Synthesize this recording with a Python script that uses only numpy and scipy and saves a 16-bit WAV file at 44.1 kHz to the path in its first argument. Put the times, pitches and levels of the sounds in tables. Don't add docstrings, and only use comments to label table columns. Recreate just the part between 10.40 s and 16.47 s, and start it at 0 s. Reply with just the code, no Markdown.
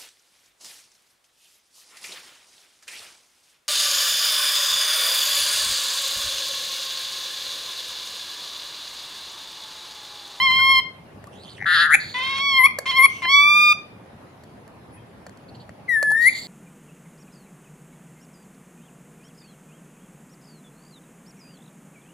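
import sys
import numpy as np
from scipy import signal
from scipy.fft import rfft, irfft, next_fast_len
from scipy.io import wavfile
from scipy.ndimage import uniform_filter1d, map_coordinates

SR = 44100
rng = np.random.default_rng(int(sys.argv[2]) if len(sys.argv) > 2 else 0)


def wrap_up_sound(samples):
    columns = np.atleast_2d(samples).T
    tamed = np.clip(columns, -1, 1)
    steps = np.round(tamed * 32767).astype(np.int16)
    wavfile.write(sys.argv[1], SR, steps)


N = 267687
TIME = np.arange(N) / SR

# f/Hz, level/dB
FLOOR = [(15, -62), (25, -32.5), (96, -0.5), (194, -2), (316, -7), (791, -10.5), (1180, -16), (2150, -22),
         (8270, -42), (10300, -35), (12500, -43.5), (15800, -51.5)]
# f/Hz, correlation
ALIKE = [(60, .92), (180, .95), (350, .7), (600, .4), (1650, .06)]
FLOOR_DB, SETTLES_DB_PER_S = -45, -0.2

# f/Hz, decay time t60/s, level/dB
ROOM = [(500, 0.39, -8.5), (2400, 0.4, -12), (5000, 0.32, -9), (10500, 0.1615, -9), (14000, 0.05, -7.5)]
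# f/Hz, left over right level/dB, left lead/rad
PORTS = [(612, -5.5, -1.1), (1062, 0.5, .65), (1200, 7.5, 0.94), (1720, 3.5, 0), (1900, 10.5, -.2),
         (2070, 7, -0.85), (2320, -2, -1.2), (2750, -6, -0.8), (3082, -10, .8), (3630, -6, 1),
         (4150, -0.5, 1.1), (4568, -3.5, 0.67), (5200, -7.5, 1.1), (6950, -16, -1.5), (9300, -2.5, -1.5),
         (10400, 9.5, -1), (13500, -0.5, -1.4)]
TOP_HZ = 15850

# t/s, slip level/dB, knock level/dB, treble level/dB, loss per slip/dB
CLICKS = [(0.8417, -45.5, -38.5, -50, 6.5), (0.8707, -47.5, -59, -49.5, 4.5), (1.0005, -51, -67, -66, 10),
          (2.3874, -19.5, -21, -21.5, 3.5), (3.661, -63, -51, -66, 5), (4.0374, -47, -49.5, -52.5, 2.5),
          (4.2786, -47.5, -48, -50, 13), (4.866, -37.5, -35, -53, 3.5), (4.8953, -42, -42.5, -57, 12.5),
          (4.974, -46.5, -67, -58, 9), (5.2934, -46, -36.5, -62, 6), (5.6284, -22.5, -21.5, -24.5, 5.5),
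          (5.654, -42.5, -40, -50, 5), (5.7054, -37, -36, -55.5, 5.5), (5.7164, -35.5, -41, -30.5, 0.5)]
# f/Hz, width/Hz, level/dB
BEAK = [(4370, 220, 2), (7300, 1800, -7.5)]
TIP = [(10150, 270, 6.5), (12100, 1200, -2.5)]
KNOCK = [(560, 170, 5.5), (1800, 280, 2), (2680, 830, -21)]
DULL_HZ = 12500
CLICK_ROOM_DB = -4
# centre t/s, f/Hz, level/dB, length/s
PIPS_AND_KNOCKS = [(0.201, 1473, -33.5, 0.043), (0.877, 1154, -41, 0.02), (1.224, 805, -36, 0.017),
                   (1.55, 796, -26.5, 0.017), (2.854, 1760, -22, 0.0059), (2.857, 835, -30.5, 0.0073),
                   (4.576, 1800, -56.5, 0.052), (4.579, 2525, -55, 0.04), (4.6, 3190, -63, .12),
                   (5.717, 889, -27, 0.011)]

# centre t/s, length/s, f/Hz, resonance width/Hz, level/dB
FIZZ = (4.552, .06, 10050, 800, -56)
# t/s, f/Hz, level/dB
WARBLE = [
    [(.917, 3110, -64), (.935, 2880, -54), (.99, 3660, -57), (1.026, 4250, -52), (1.045, 4550, -49.5),
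     (1.058, 4050, -55.5)],
    [(1.035, 3270, -56.5), (1.082, 3280, -47.5), (1.1, 3400, -53), (1.148, 3290, -57), (1.176, 2740, -50.5),
     (1.195, 3100, -53.5)],
    [(1.082, 3950, -63), (1.106, 4470, -45.5), (1.142, 4000, -53.5), (1.165, 3540, -61.5)],
]
WARBLE_OVER_DB = [0, -14.5, -12.5]
WARBLE_TOP_HZ = 10300
SLOPE_HZ_PER_DB = 36
# t/s, length/s, rise/s, change from the risen level to the end/dB, upper level/dB, lower level/dB,
# lower resonance from f/Hz, to f/Hz, treble level/dB, treble shift/Hz
WHEEZES = [(1.595, 0.17, 0.008, -15.5, -37.5, -47, 3870, 3430, -51, -50.5),
           (2.679, 0.16, 0.018, -3, -58.5, -47.5, 3180, 2777, -52.5, -900),
           (5.082, .022, 0.0062, -4, -51, -73.5, 3103, 3100, -74, 602),
           (5.141, 0.033, 0.008, -10, -55, -61.5, 3003, 3037, -71.5, 595),
           (5.194, 0.04, 0.008, -7, -52, -61, 3290, 3290, -70, 601),
           (5.807, 0.135, 0.018, -6, -40.5, -54, 3270, 3670, -47, 101),
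           (5.924, 0.087, 0.033, -8, -38, -48, 3610, 3660, -44.5, 294),
           (5.996, 0.086, 0.025, -1.5, -39.5, -52, 3700, 3600, -50, 394.5)]
# f/Hz, level/dB
WHEEZE_COLOUR = [(3300, -23), (3900, -6), (4300, 1), (4600, 4.5), (4950, -14.5), (5300, -37.5)]
# f/Hz, level/dB
TREBLE = [(5600, -18.5), (6300, -10), (7000, 2.5), (7900, -18.5), (8900, -12.5), (10800, -15),
          (12500, -22.5)]
SETS_IN_DB = -15
BUZZ_HZ, BUZZ_SHARE = 282, 0.63
WANDER_HZ, TREBLE_WANDER_HZ, SWELL_DB = 45, 130, 1.6

# t/s, top of the pitch swing f/Hz, level/dB, overtones over the level/dB
SQUAWK = [(1.257, 1793, -24.5, -31), (1.266, 1814, -19, -16), (1.322, 1877, -16.5, -10),
          (1.356, 1859, -15.5, -7), (1.372, 1713, -17, -6), (1.423, 1811, -15.5, -6.5),
          (1.46, 1851, -16, -18), (1.487, 1657, -25, -32), (1.506, 1676, -17, -26),
          (1.532, 2090, -12.5, -28), (1.545, 2360, -9, -24), (1.558, 2500, -11, -17.5)]
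# t/s, bounces per second
FLUTTER = [(1.257, 180), (1.29, 170), (1.444, 160), (1.558, 160)]
# t/s, peak level/dB
STUTTER = [(1.181, -36), (1.1922, -36), (1.2032, -28.5), (1.2122, -23.5), (1.223, -18.5), (1.2328, -28),
           (1.2424, -21.5)]
# f/Hz, level/dB
OVERTONES = [(2400, -9.5), (3000, 0), (3500, 4), (4200, 7.5), (4800, -1), (5500, -20), (6200, -18.5),
             (7000, -35.5)]
# f/Hz, level/dB
THROAT = [(600, -50), (1050, -6), (1250, 0), (2600, 0), (3300, -30)]
SWING = 0.33
TIGHT_HZ, TIGHT_SPAN_HZ = 1890, 503
EDGE_HZ, EDGE_GROWS, BELOW_YIELDS = 3700, 1.1, 0.3
SQUAWK_RING_GROWS = 3.06

# f/Hz, level/dB
MIDDLE = [(3900, 8), (4900, -10.5), (5500, -5.5), (6400, -27.5), (8500, -27), (9600, -40), (12800, -27),
          (13800, -57.5), (15500, -36.5)]
# f/Hz, level/dB
RING = [(8000, -38), (9000, -16), (9900, -5), (10600, -3.5), (11300, -10), (12000, -24), (14000, -39.5)]
# f/Hz, level/dB
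RASP = [(600, -25.5), (1500, -8.5), (2300, 4.5), (3500, -1), (4800, -20), (5800, -9.5), (6800, -13),
        (8000, -37.5), (9300, -10), (11000, -37.5), (13000, -38)]

# t/s, pitch f/Hz, level/dB
WHISTLE = [(5.48, 2123, -43.5), (5.492, 2007, -20.5), (5.574, 1745, -17.5), (5.602, 1735, -21.5),
           (5.706, 1711, -18), (5.79, 1840, -19.5), (5.85, 1909, -15.5), (5.868, 2052, -11),
           (5.884, 2132, -10), (5.894, 2365, -21.5), (5.902, 2337, -38)]
WHISTLE_LOW_HZ, PURE_DB = 1797, -43
HARDENS_DB_PER_HZ, HARDEST_DB = 0.8, 9.5
WHISTLE_THIRD_DB, WHISTLE_FOURTH_DB = -2.5, -5
WHISTLE_RING_DB, WHISTLE_RASP_DB = -17.5, -47
WHISTLE_RING_GROWS, WHISTLE_EASY_DB = 1.38, -15

# t/s, second partial f/Hz, its level/dB, brightness over it/dB, beak ring over it/dB
NOTES = [
    [(0.0, 2020, -25, -16.5, -14.5), (0.014, 2072, -21.5, -11.5, -28), (0.036, 2168, -20.5, -12.5, -30),
     (0.098, 2063, -20, -14.5, -32), (0.176, 2118, -23, -10, -28.5), (0.248, 2137, -19.5, -12.5, -29.5),
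     (0.322, 2151, -16.5, -13, -27.5), (0.342, 2113, -21, -10, -28.5), (0.39, 2113, -17.5, -10.5, -32),
     (0.405, 2018, -28.5, -15.5, -28)],
    [(1.742, 2076, -38.5, -13, -24), (1.752, 1968, -27.5, -27, -32), (1.852, 2111, -30, -12, -40.5),
     (1.942, 2174, -30, -14, -36.5), (1.984, 2148, -29.5, -8, -41), (2.018, 2223, -26.5, -9, -43),
     (2.084, 2247, -25, -6.5, -40.5), (2.156, 2115, -23, -9, -36), (2.18, 2132, -18.5, -12.5, -25.5),
     (2.2, 2062, -12.5, -39.5, -20), (2.228, 2035, -18, -35.5, -14), (2.246, 2190, -11.5, -28, -12.5),
     (2.26, 2164, -9, -21, -19), (2.27, 2450, -20, -26, -14), (2.277, 2030, -26.5, -33, -21)],
    [(2.456, 2214, -38.5, -16.5, -23.5), (2.464, 2090, -29, -14, -35), (2.504, 2184, -28, -4, -35),
     (2.52, 1997, -32, -12, -25), (2.558, 2104, -25, -13.5, -30.5), (2.574, 2180, -19.5, -9, -26.5),
     (2.596, 2080, -12, -34, -18), (2.616, 2113, -12.5, -41.5, -15.5), (2.63, 2180, -16, -22.5, -9.5),
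     (2.646, 2251, -7.5, -24.5, -14), (2.658, 2125, -10.5, -21.5, -14), (2.668, 2440, -21.5, -33, -20.5)],
    [(2.82, 2167, -32.5, -35, -24), (2.836, 2077, -28, -18.5, -36), (2.876, 2044, -25.5, -17, -29),
     (2.888, 2120, -22, -15.5, -30), (2.898, 2204, -22, -9, -31), (2.93, 2244, -18, -6.5, -37.5),
     (2.948, 2265, -14, -9.5, -46.5), (3.056, 2339, -16.5, -12.5, -33.5), (3.13, 2372, -16, -9, -32),
     (3.208, 2414, -16.5, -6.5, -31), (3.312, 2414, -15, -5.5, -38.5), (3.326, 2381, -15, -6, -38),
     (3.335, 2670, -31.5, -24.5, -23.5)],
]
# hoarse time/s, rasp level while hoarse/dB, rasp level once clear/dB (at the easy level),
# level of the partials in between/dB, first partial level/dB (at the easy level)
ONSETS = [(0.2, -46, -54, -72, -22), (.272, -43, -50.5, -30.5, -24), (0.094, -41, -44.5, -45, -23.5),
          (.047, -46.5, -56, -35.5, -23.5)]
PERIODS = [2, 2, 3, 3]
# centre t/s, half length/s
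BREAKS = [(1.789, 0.0043), (1.839, 0.0085), (1.861, 0.0027), (1.875, 0.0034), (1.896, 0.0024),
          (1.985, .011), (2.48, 0.01408), (2.532, .004)]
BETWEEN = [-21.5, -14, -7, -2.5, -15.5, -24]
# f/Hz, level/dB
THIRD = [(3050, 12), (3300, 6.5), (3500, 2), (3650, -8)]
EASY_DB, FIRST_GROWS, RASP_GROWS = -18, 0.74, 0.4
CLEARS_S = 0.0119
STEADY_DB, UNSTEADY_DB = 0.5, 0.24
WAVERS_DB, WAVERS_PER_S = 2.5, 70
BREAK_LINES_DB, BREAK_RASP_DB = -22.5, 5.5
HOARSE_RING_DB = -6
LURCH, LURCH_FULL_DB = 0.01, -40
RING_UP_HZ, CLOSES_S = 595, 0.05
RING_AIR_DB, CLOSING_AIR_DB = -22.5, 13


def amp(db):
    return 10 ** (np.asarray(db) / 20)


def unit(x):
    return x / np.sqrt(np.mean(x ** 2) + 1e-20)


def along(points, hz):
    f, *columns = np.transpose(points)
    return np.squeeze([np.interp(np.log(hz + 1), np.log(f + 1), c) for c in columns])


def colour(points):
    return lambda f: amp(along(points, f))


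def span(rows):
    s, *columns = np.transpose(rows)
    where = slice(max(round(s[0] * SR), 0), min(round(s[-1] * SR), N))
    t = TIME[where]
    gate = np.clip(np.minimum((t - s[0]) / 0.00063, (s[-1] - t) / 0.004), 0, 1)
    return where, [np.interp(t, s, c) for c in columns], gate


def wobble(rate, size):
    knots = rng.standard_normal(int(size * rate / SR) + 4)
    return map_coordinates(knots, [np.arange(size) * rate / SR])


def filtered(x, response):
    m = next_fast_len(N + SR // 2)
    return irfft(rfft(x, m) * response(np.fft.rfftfreq(m, 1 / SR)), m)[..., :N]


def phase(hz):
    return 2 * np.pi * np.cumsum(hz) / SR


def shifted(x, by):
    return np.real(signal.hilbert(x) * np.exp(1j * phase(by)))


def resonances(modes):
    def response(f):
        total = 0
        for k, (centre, width, db) in enumerate(modes):
            damping = 1j * f * width
            total = total + (-1) ** k * amp(db) * damping / (centre * centre - f * f + damping)
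        return total
    return response


def household():
    z = signal.stft(rng.standard_normal((2, N + 512)), nperseg=512)[2]
    patches = uniform_filter1d(rng.standard_normal(z.shape[1:]), size=5, axis=0)
    patches = uniform_filter1d(patches, size=10, axis=1)
    pair = signal.istft(z * amp(2.0 * unit(patches)), nperseg=512)[1][:, :N]

    def mid_side(hz):
        angle = np.arccos(np.clip(along(ALIKE, hz), -1, 1)) / 2
        return amp(along(FLOOR, hz)) * [np.cos(angle), np.sin(angle)]

    mid, side = filtered(pair, mid_side)
    return amp(FLOOR_DB + SETTLES_DB_PER_S * TIME) * unit(np.array([mid + side, mid - side]))


def room(x):
    hz, t, z = signal.stft(rng.standard_normal((2, SR // 2)), SR, nperseg=256)
    t60, db = along(ROOM, hz)[..., None]
    tail = signal.istft(z * amp(db - 60 * t / t60) * np.sqrt(14 / t60 / SR), SR, nperseg=256)[1]
    delayed = np.pad(x, (300, 0))
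    return signal.fftconvolve(delayed[None], tail, axes=1)[:, :N]


def ports(x):
    def pair(hz):
        db, lead = along(PORTS, hz)
        ratio = amp(db) * np.exp(1j * lead)
        return 2 * np.array([ratio, np.ones_like(ratio)]) / (1 + ratio)
    return filtered(x, pair)


def pips_and_knocks():
    out = np.zeros(N)
    for s, hz, db, length in PIPS_AND_KNOCKS:
        t = np.arange(round(length * SR)) / SR
        tone = np.hanning(len(t)) * np.sin(2 * np.pi * hz * t)
        out[round((s - length / 2) * SR):][:len(t)] += amp(db) * tone
    return out


def beak_clicks():
    slips, tips, knocks = np.zeros((3, N))
    count = np.arange(5)
    for s, db, knock_db, tip_db, loss_db in CLICKS:
        uneven_s = 0.00018 * rng.standard_normal(5)
        start = np.round((s + 0.0017 * count + uneven_s) * SR).astype(int)
        fade_db = 1.5 * rng.standard_normal(5) - loss_db * count
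        slips[start] = amp(db + 24 + fade_db)
        tips[start] = amp(tip_db + 19 + fade_db)
        knocks[start - 30] = amp(knock_db + 29 + fade_db)
    clicks = filtered(slips, resonances(BEAK)) + filtered(tips, resonances(TIP))
    clicks += filtered(knocks, resonances(KNOCK))
    return filtered(clicks, lambda f: 1 / (1 - (f / DULL_HZ) ** 2 + 1j * f / DULL_HZ))


def fizz():
    s, length, hz, width, db = FIZZ
    band = unit(filtered(rng.standard_normal(N), lambda f: resonances([(hz, width, 0)])(f) ** 2))
    return amp(db) * band * np.exp(-(3 * (TIME - s) / length) ** 2)


def tongue_air():
    flaps = np.cumsum(BUZZ_HZ * (1 + 0.05 * wobble(25, N) + 0.03 * wobble(300, N))) / SR
    pulses = unit(np.diff(np.floor(flaps), prepend=0) * amp(1.9 * rng.standard_normal(N)))

    def coloured(response):
        flow = amp(1.14 * wobble(45, N)) + 0.28 * np.cos(2 * np.pi * flaps)
        hiss = flow * rng.standard_normal(N)
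        return unit(filtered(hiss + BUZZ_SHARE * pulses, response))

    return coloured


def flank(k):
    return lambda f: (f > 20) * amp(-f / (k * SLOPE_HZ_PER_DB))


def warble():
    out = np.zeros(N)
    air = tongue_air()
    slow = [air(flank(k)) for k in (1, 2, 3)]
    for strand in WARBLE:
        where, (hz, level_db), gate = span(strand)
        for k, db in enumerate(WARBLE_OVER_DB, 1):
            gain = amp(level_db + db) / (1 + (k * hz / WARBLE_TOP_HZ) ** 20)
            out[where] += gate * gain * np.sqrt(2) * slow[k - 1][where] * np.cos(k * phase(hz))
    return out


def wheezes():
    out = np.zeros(N)
    air = tongue_air()
    upper, treble, slow = air(colour(WHEEZE_COLOUR)), air(colour(TREBLE)), air(flank(1))
    drift, swell = wobble(14, N), amp(SWELL_DB * wobble(20, N))
    for s, length, rise, change_db, upper_db, lower_db, from_hz, to_hz, treble_db, shift in WHEEZES:
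        where, (hz,), gate = span([(s, from_hz), (s + length, to_hz)])
        knots_s = [0, min(rise, length / 2), 0.65 * length, length]
        course_db = np.interp(TIME[where] - s, knots_s, [SETS_IN_DB, 0, change_db / 4, change_db])
        breath = amp(upper_db) * shifted(upper[where], WANDER_HZ * drift[where])
        breath += amp(lower_db) * np.sqrt(2) * slow[where] * np.cos(phase(hz))
        breath += amp(treble_db) * shifted(treble[where], shift + TREBLE_WANDER_HZ * drift[where])
        out[where] += gate * swell[where] * amp(course_db) * breath
    return out


def stutter():
    out = np.zeros(N)
    t = np.arange(round(0.005 * SR)) / SR
    turn = 2 * np.pi * (1600 * t + 70000 * t * t)
    chirp = np.hanning(len(t)) * (np.sin(turn) + 0.02 * np.sin(2 * turn) + 0.025 * np.sin(3 * turn))
    for s, db in STUTTER:
        out[round(s * SR):][:len(t)] += amp(db) * chirp
    return out


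def squawk():
    where, (top, level_db, over_db), gate = span(SQUAWK)
    size = len(top)
    rate = np.interp(TIME[where], *np.transpose(FLUTTER))
    beat = phase(rate * (1 + 0.045 * wobble(90, size))) / 2
    lift = np.abs(np.sin(beat))

    dip = SWING * top * amp(0.5 * wobble(80, size)) * (1 - lift ** 1.5)
    turn = phase(top - dip + 25 * wobble(400, size) + 14 * wobble(60, size))
    tight = np.clip((top - TIGHT_HZ) / TIGHT_SPAN_HZ, 0, 1)
    strength = (0.22 + 2 * tight + np.abs(np.sin(beat + 0.22)) ** 0.8) / (1 + 2 * tight)
    tone = unit(strength * amp(0.6 * wobble(500, size)) * np.cos(turn))

    overtones = np.zeros(N)
    partials = np.cos(2 * turn) + np.cos(3 * turn) + 0.7 * np.cos(4 * turn)
    overtones[where] = amp(1.4 * wobble(580, size)) * (partials + 0.55 * rng.standard_normal(size))

    def split(f):
        above = 1 / (1 + (EDGE_HZ / (f + 1)) ** 8)
        return amp(along(OVERTONES, f)) * [1 - above, above]

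    low, high = filtered(overtones, split)[:, where]
    under_db = over_db.max() - over_db
    over = (amp(BELOW_YIELDS * under_db) * low + amp(-EDGE_GROWS * under_db) * high) / np.std(low + high)

    ring_air = filtered(rng.standard_normal(N), lambda f: amp(along(RING, f)) + 0.36 * amp(along(TREBLE, f)))
    ring = unit(ring_air)[where] * (1.1 + lift)

    out = np.zeros(N)
    out[where] = gate * amp(level_db) * tone
    out = filtered(out, colour(THROAT))
    out[where] += gate * (amp(level_db + over_db) * over + amp(SQUAWK_RING_GROWS * level_db) * ring)
    return out


def call_air():
    return np.array([unit(filtered(rng.standard_normal(N), colour(table))) for table in (RASP, RING)])


def voice(hz, levels, air, shimmer_db, ring_up_hz, ring_air_db):
    *low_db, middle_db, ring_db, rasp_db = levels
    size = len(hz)
    shaken = np.clip(amp(rasp_db - np.maximum(*low_db[:2])), 0, 0.4)
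    jitter = 0.002 * wobble(60, size) + 0.003 * wobble(220, size) + 0.02 * shaken * wobble(500, size)
    turn = phase(hz * (1 + jitter))
    out = (amp(rasp_db) * air[0] + amp(ring_db + ring_air_db) * air[1]) * (1 + 0.77 * np.cos(turn))
    for k in range(1, 16):
        if k <= len(low_db):
            gain = amp(low_db[k - 1])
        else:
            gain = amp(middle_db + along(MIDDLE, k * hz)) + amp(ring_db + along(RING, k * hz - ring_up_hz))
        gain = gain * amp(shimmer_db * np.sqrt(k) * wobble(60, size)) * (k * hz < SR / 2)
        out += np.sqrt(2) * gain * np.cos(k * turn - 0.25 * k * k)
    return out, turn


def whistle():
    out = np.zeros(N)
    where, (hz, level_db), gate = span(WHISTLE)
    hardening_db = np.clip(HARDENS_DB_PER_HZ * (hz - WHISTLE_LOW_HZ), 0, HARDEST_DB)
    over_db = level_db + PURE_DB + hardening_db
    ring_db = level_db + WHISTLE_RING_DB + WHISTLE_RING_GROWS * (level_db - WHISTLE_EASY_DB)
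    levels = [level_db, over_db, over_db + WHISTLE_THIRD_DB, over_db + WHISTLE_FOURTH_DB,
              over_db, ring_db, level_db + WHISTLE_RASP_DB]
    stack, _ = voice(hz, levels, call_air()[:, where], shimmer_db=-0.2, ring_up_hz=0, ring_air_db=-19)
    out[where] = gate * stack
    return out


def subharmonics(turn, period):
    total = 0
    for order in [j / period for j in range(1, 6 * period) if j % period]:
        db = np.interp(order, np.arange(6) + 5 / 2 - period, BETWEEN)
        total = total + amp(db + 1.5 * wobble(80, len(turn))) * np.cos(order * turn)
    return total


def nasal_notes():
    out = np.zeros(N)
    air = call_air()
    for note, onset, period in zip(NOTES, ONSETS, PERIODS):
        hoarse_s, hoarse_db, clear_db, half_db, first_db = onset
        where, (second_hz, level_db, bright_db, ring_db), gate = span(note)
        t, size = TIME[where], len(gate)
        effort_db = level_db - EASY_DB
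        rough = np.clip((note[0][0] + hoarse_s - t) / CLEARS_S, 0, 1)
        waver_db = rough * WAVERS_DB * wobble(WAVERS_PER_S, size)
        broken = sum(np.exp(-((t - s) / half_s) ** 2) for s, half_s in BREAKS)
        half = rough * amp(half_db - waver_db + BREAK_LINES_DB * broken)

        clear_db = clear_db + RASP_GROWS * effort_db
        rasp_db = clear_db + rough * (hoarse_db - clear_db) + waver_db + BREAK_RASP_DB * broken
        middle_db = level_db + bright_db
        third_db = middle_db - waver_db / 2 + along(THIRD, 3 * second_hz / 2)
        levels = [first_db + FIRST_GROWS * effort_db, level_db, third_db,
                  middle_db, level_db + ring_db + HOARSE_RING_DB * rough, rasp_db]

        lurch = LURCH * rough * min(amp(half_db - LURCH_FULL_DB), 1) * np.tanh(2 * wobble(WAVERS_PER_S, size))
        closing = np.clip(1 - (note[-1][0] - t) / CLOSES_S, 0, 1)
        stack, turn = voice(second_hz / 2 * (1 + lurch), levels, air[:, where],
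                            shimmer_db=STEADY_DB + UNSTEADY_DB * rough,
                            ring_up_hz=RING_UP_HZ * (1 - closing),
                            ring_air_db=RING_AIR_DB + CLOSING_AIR_DB * closing)
        out[where] += gate * (stack + half * subharmonics(turn, period))
    return out


def scene():
    background = household()
    small = pips_and_knocks() + beak_clicks()
    bird = fizz() + warble() + wheezes() + stutter() + squawk() + whistle() + nasal_notes()
    return background + room(bird + amp(CLICK_ROOM_DB) * small) + ports(bird + small)


def record(dry):
    return filtered(dry, lambda hz: hz < TOP_HZ)


dry = scene()
out = record(dry)
wrap_up_sound(out)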